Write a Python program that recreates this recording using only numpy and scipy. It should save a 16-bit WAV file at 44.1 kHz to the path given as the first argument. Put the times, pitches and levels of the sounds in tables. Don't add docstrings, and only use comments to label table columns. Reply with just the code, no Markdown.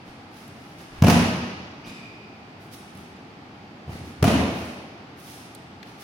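import sys
import numpy as np
from scipy import signal
from scipy.fft import rfft, irfft, next_fast_len
from scipy.io import wavfile
from scipy.ndimage import uniform_filter1d

SR = 44100
rng = np.random.default_rng(int(sys.argv[2]) if len(sys.argv) > 2 else 0)


def unload_wav(signal):
    wavfile.write(
        sys.argv[1],
        SR,
        np.round(np.clip(np.atleast_2d(signal).T, -1, 1) * 32767).astype(np.int16),
    )


N = 265923
T = np.arange(N) / SR


def gain(db):
    return 10 ** (np.asarray(db) / 20)


def unit(x):
    return x / np.sqrt(np.mean(x ** 2))


def wobble(size, smooth_samples):
    return unit(uniform_filter1d(rng.standard_normal(size), size=smooth_samples))


def look_up(table, hz):
    pitches, values = np.transpose(table)
    return np.interp(np.log(hz + 1), np.log(pitches), values)


def colour(x, tone, tilt_db=0):
    size = next_fast_len(x.shape[-1], real=True)
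    hz = np.fft.rfftfreq(size, 1 / SR)
    curve_db = look_up(tone, hz) + tilt_db * np.log2(hz / SR + 1e-3)
    return irfft(rfft(x, size) * gain(curve_db), size)[..., :x.shape[-1]]


def noise_all_round(size, mic_gap_m=0.13, sound_m_per_s=343):
    alike = np.sinc(2 * np.fft.rfftfreq(size, 1 / SR) * mic_gap_m / sound_m_per_s)
    mid, side = rfft(rng.standard_normal((2, size)))
    mid, side = mid * np.sqrt((1 + alike) / 2), side * np.sqrt((1 - alike) / 2)
    return irfft(np.array([mid + side, mid - side]), size)


def noise_ahead(size, spread=0.97):
    return rng.standard_normal(size) + spread * noise_all_round(size)


def burst(t, decay_s, rise_s=0.0019):
    return (1 - np.exp(-t / rise_s)) * np.exp(-t / decay_s)


def add(out, x, start_s, pan_db=0):
    i = int(start_s * SR)
    x = x[..., :N - i]
    out[:, i:i + x.shape[-1]] += x * gain(np.array([[pan_db], [-pan_db]]) / 2)


# pitch_hz, relative_db
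AIR_TONE = [(15, -80), (25, -36), (59, -17.5), (93, -3.5), (281, -3), (552, -13.5), (804, -7.5), (997, -15),
            (1270, -13), (1570, -17), (2420, -17.5), (4150, -27), (4620, -25), (7500, -41.5), (15500, -53)]
def air(level_db=-44):
    return unit(colour(noise_all_round(N), AIR_TONE)) * gain(level_db)


# pitch_hz, fade_s
ECHO_FADES = [(70, 1.1), (160, 1.0), (350, 1.37), (800, 1.49), (2500, 1.52), (5000, 1.47), (8000, 0.82),
              (15000, 0.74)]
# pitch_hz, relative_db
ECHO_TONE = [(40, -9), (80, -2), (130, -2), (200, 5.5), (400, 1), (800, 1), (2500, 6.5), (5000, 2),
             (9000, 4.5), (16000, -7.5)]
def hall_echo(rays, delay_s=0.009, build_s=0.011, clump_db=3.0):
    t = T[:3 * SR // 2]
    hz = np.fft.rfftfreq(len(t), 1 / SR)
    clumps = gain(clump_db * np.exp(-2 * t) * wobble(len(t), 150))
    bounces = np.array([noise_all_round(len(t)) for _ in rays]) * clumps
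    spectra = rfft(bounces) * gain(look_up(ECHO_TONE, hz))
    build = 1 - np.exp(-np.maximum(t - delay_s, 0) / build_s)
    tails = 0
    for band_hz, fade_s in ECHO_FADES:
        band = look_up([(f, f == band_hz) for f, _ in ECHO_FADES], hz)
        fade = build * np.exp(-np.log(1000) * t / fade_s)
        tails = tails + irfft(spectra * band, len(t)) * fade / np.sqrt(np.sum(fade ** 2))
    echoes = [signal.fftconvolve(ray[:1], tail, axes=1)[:, :N] for ray, tail in zip(rays, tails)]
    return sum(echoes) / np.sqrt(len(rays))


# start_s, level_db, pitch_hz, pan_db
NEAR_TICKS = [(.480, -36, 11000, 3), (2.951, -38, 10900, 7), (2.974, -40, 9000, -10),
              (5.549, -28.5, 9050, -4), (5.552, -41, 3800, -8.5), (5.5565, -34, 13000, -2),
              (5.828, -37, 1850, 3), (5.829, -35.5, 3800, 9)]
def ticks(step_octaves=0.7, step_db=-15, decay_cycles=10):
    out, t = np.zeros((2, N)), T[:SR // 20]
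    steps = np.arange(-2, 3)
    for start_s, db, hz, pan_db in NEAR_TICKS:
        peak = np.transpose([hz * 2. ** (step_octaves * steps), step_db * np.abs(steps)])
        noise = unit(colour(noise_ahead(len(t)), peak))
        add(out, gain(db) * noise * burst(t, decay_cycles / hz, rise_s=0.0009), start_s, pan_db)
    return out


# start_s, decay_s, pitch_hz, level_db
SOLE_SQUEAKS = [(0.0, 0.025, 4500, -62), (0.107, 0.02, 4500, -60), (1.838, 0.24, 2436, -47.5),
                (1.842, 0.032, 2910, -48), (1.863, 0.055, 3730, -51.5)]
def squeaks(waver=0.0432, overtone_db=-8):
    out = np.zeros((2, N))
    for start_s, decay_s, hz, db in SOLE_SQUEAKS:
        t = T[:int(2 * decay_s * SR)]
        pitch_hz = hz * (1 + waver * wobble(len(t), 70))
        phase = 2 * np.pi * np.cumsum(pitch_hz) / SR
        tone = np.sin(phase) + gain(overtone_db) * np.sin(2 * phase)
        add(out, gain(db) * burst(t, decay_s, rise_s=0.0028) * tone, start_s)
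    return out


# peak_s, rise_s, relative_db, tilt_db_per_octave
MOVES = [(.085, 0.032, -52.5, -5.5), (.38, 0.051, -54, -2), (.64, .13, -61, -2.5), (.805, .025, -51, -3),
         (.96, 0.048, -46, -6.5), (1.88, 0.022, -46, -4), (2.63, 0.031, -61, 1), (2.735, .017, -46.5, 0.5),
         (2.985, 0.04, -56.5, -1.5), (3.935, 0.043, -49, -3.5), (4.07, 0.028, -55.5, -1),
         (4.579, 0.084, -50.5, -1.5), (5.2, .025, -54, 1), (5.29, .07, -49.5, 0.2), (5.88, 0.028, -54, -4),
         (6.015, 0.026, -50, 0)]
# pitch_hz, relative_db
CLOTH_TONE = [(300, -11.5), (1200, 0.5), (3000, 1), (5500, 2.5), (7800, -6), (10500, 0.5), (13000, -5),
              (16000, -3)]
def swishes(grain_db=2.0, fade_stretch=1.65):
    out, t = np.zeros((2, N)), T[:SR // 2]
    for peak_s, rise_s, db, tilt_db in MOVES:
        start_s = max(peak_s - 2 * rise_s, 0)
        past_peak_s = t + start_s - peak_s
        width_s = np.where(past_peak_s < 0, rise_s, fade_stretch * rise_s)
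        swell = np.exp(-(past_peak_s / width_s) ** 2)
        grains = gain(grain_db * wobble(len(t), 60))
        hiss = colour(noise_all_round(len(t)), CLOTH_TONE, tilt_db)
        add(out, gain(db) * swell * unit(grains * hiss), start_s)
    return out


# pitch_hz, fade_s, relative_db
FLOOR_NOTES = [(94.4, 0.28, -34), (181.5, 0.62, -41), (241, 0.44, -31), (271.7, 1, -6), (536, 0.72, -25),
               (710, 0.37, 1)]
def floor_ring(blows, boost_db=38.5):
    t, ring = T[:SR], 0
    for hz, fade_s, db in FLOOR_NOTES:
        note = np.sin(2 * np.pi * hz * t) * np.exp(-np.log(1000) * t / fade_s)
        ring = ring + gain(db + boost_db) * note / SR
    return signal.fftconvolve(blows.mean(axis=0), ring)[:N]


# pitch_hz, relative_db
MAT_TONE = [(25, -45), (50, -31), (62, -12), (80, 3), (130, 0), (300, -3)]
def add_thump(out, peak_s, hz, db):
    t = T[:SR // 10]
    from_peak = np.pi * hz * (t - t.mean())
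    dip = (2 * from_peak ** 2 - 1) * np.exp(-from_peak ** 2)
    add(out, gain(db) * colour(dip, MAT_TONE), peak_s - t.mean())


# peak_s, pitch_hz, relative_db
SOFT_STEPS = [(.49, 120, -35), (1.875, 216, -29), (2.955, 123, -32.5), (3.955, 223, -30.5),
              (4.017, 250, -29)]
def footsteps():
    out = np.zeros((2, N))
    for peak_s, hz, db in SOFT_STEPS:
        add_thump(out, peak_s, hz, db)
    return out


def air_pocket(size, tone, hz, width_ratio, lift_db=5):
    noise = colour(noise_ahead(size), tone)
    return unit(colour(noise, [(hz / width_ratio, 0), (hz, lift_db), (hz * width_ratio, 0)]))


# start_s, thump_hz, smack_hz, crack_hz
MAT_LANDINGS = [(1.0215, 141.7, 734, 5100), (3.878, 96, 520, 4000), (4.2257, 124, 546, 5080)]
# start_s, force_db, flatness_0_to_1, crack_vs_force_db
BODY_BLOWS = [(1.0215, 0, 0.06, -15), (1.036, -5, 1, -15.5), (1.043, -1.5, 0.26, -20),
              (1.067, -6, 0.37, -15.5), (1.080, -4, 0.25, -14.5), (1.0972, -6.5, 0.28, -9.5),
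              (3.878, -23.5, 0.4, -29), (3.892, -20.5, 0.32, -33), (4.2257, -1, 0.33, -11.5),
              (4.240, -4, 0.83, -11), (4.2498, -10, .25, -13), (4.276, -5, 0.53, -19),
              (4.302, -7.5, 0.5, -22.5)]
# pitch_hz, relative_db
SMACK_TONE = [(80, -6), (250, 5), (400, -2.5), (700, -2.5), (900, -6), (1250, -11), (1600, -18),
              (2900, -15), (4000, -66), (8000, -89), (16000, -63)]
# pitch_hz, relative_db
CRACK_TONE = [(300, -7), (1200, 8), (2000, 3.5), (2900, 3), (3700, -2.5), (4800, -3), (6300, -3.5),
              (7800, -12), (10300, -6.5), (13000, -11.5), (16000, -9)]
def mat_blows(sink_s=0.00359, stiffen_hz_per_s=740, sway_db=5.5):
    out, t = footsteps(), T[:SR // 10]
    for k, (start_s, force_db, flatness, crack_db) in enumerate(BODY_BLOWS):
        nearest = min(MAT_LANDINGS, key=lambda landing: abs(landing[0] - start_s))
        landed_s, thump_hz, smack_hz, crack_hz = nearest
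        settled_s = max(start_s - landed_s, 0)
        thump_hz += stiffen_hz_per_s * settled_s
        contact_s = 0.0033 + 0.13 * settled_s
        thump_db = force_db - 13 * flatness
        smack_db = force_db - 13.5 + 7.5 * flatness
        crack_hz /= 2 ** (2.1 * flatness ** 2)
        smack = air_pocket(len(t), SMACK_TONE, smack_hz, width_ratio=2.5)
        crack = air_pocket(len(t), CRACK_TONE, crack_hz, width_ratio=1.54)
        pan_db = sway_db * (-1) ** k
        add(out, gain(force_db + crack_db) * crack * burst(t, contact_s), start_s, pan_db)
        add(out, gain(smack_db) * smack * burst(t, contact_s + 0.0033, rise_s=0.0018), start_s)
        add_thump(out, start_s + sink_s, thump_hz, thump_db)
    return signal.sosfilt(signal.butter(4, 46, "high", fs=SR, output="sos"), out)


def scene(ray_count=5):
    blows, cloth, soles, near_ticks = mat_blows(), swishes(), squeaks(), ticks()
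    direct = blows + floor_ring(blows) + gain(2) * cloth + soles + near_ticks
    quiet_sounds = gain(-1) * cloth + soles + gain(-11) * near_ticks
    rays = [mat_blows() + quiet_sounds for _ in range(ray_count)]
    return direct + hall_echo(rays) + air()


def record(dry, right_treble_db=2, top_hz=15900):
    left = colour(dry[0], [(2400, 0.013), (4000, -right_treble_db / 2)])
    right = colour(dry[1], [(2400, 0.013), (4000, right_treble_db / 2)])
    top_cut = signal.ellip(8, .2, 70, top_hz, fs=SR, output="sos")
    return signal.sosfilt(top_cut, np.clip([left, right], -1, 1))


dry = scene()
out = record(dry)
unload_wav(out)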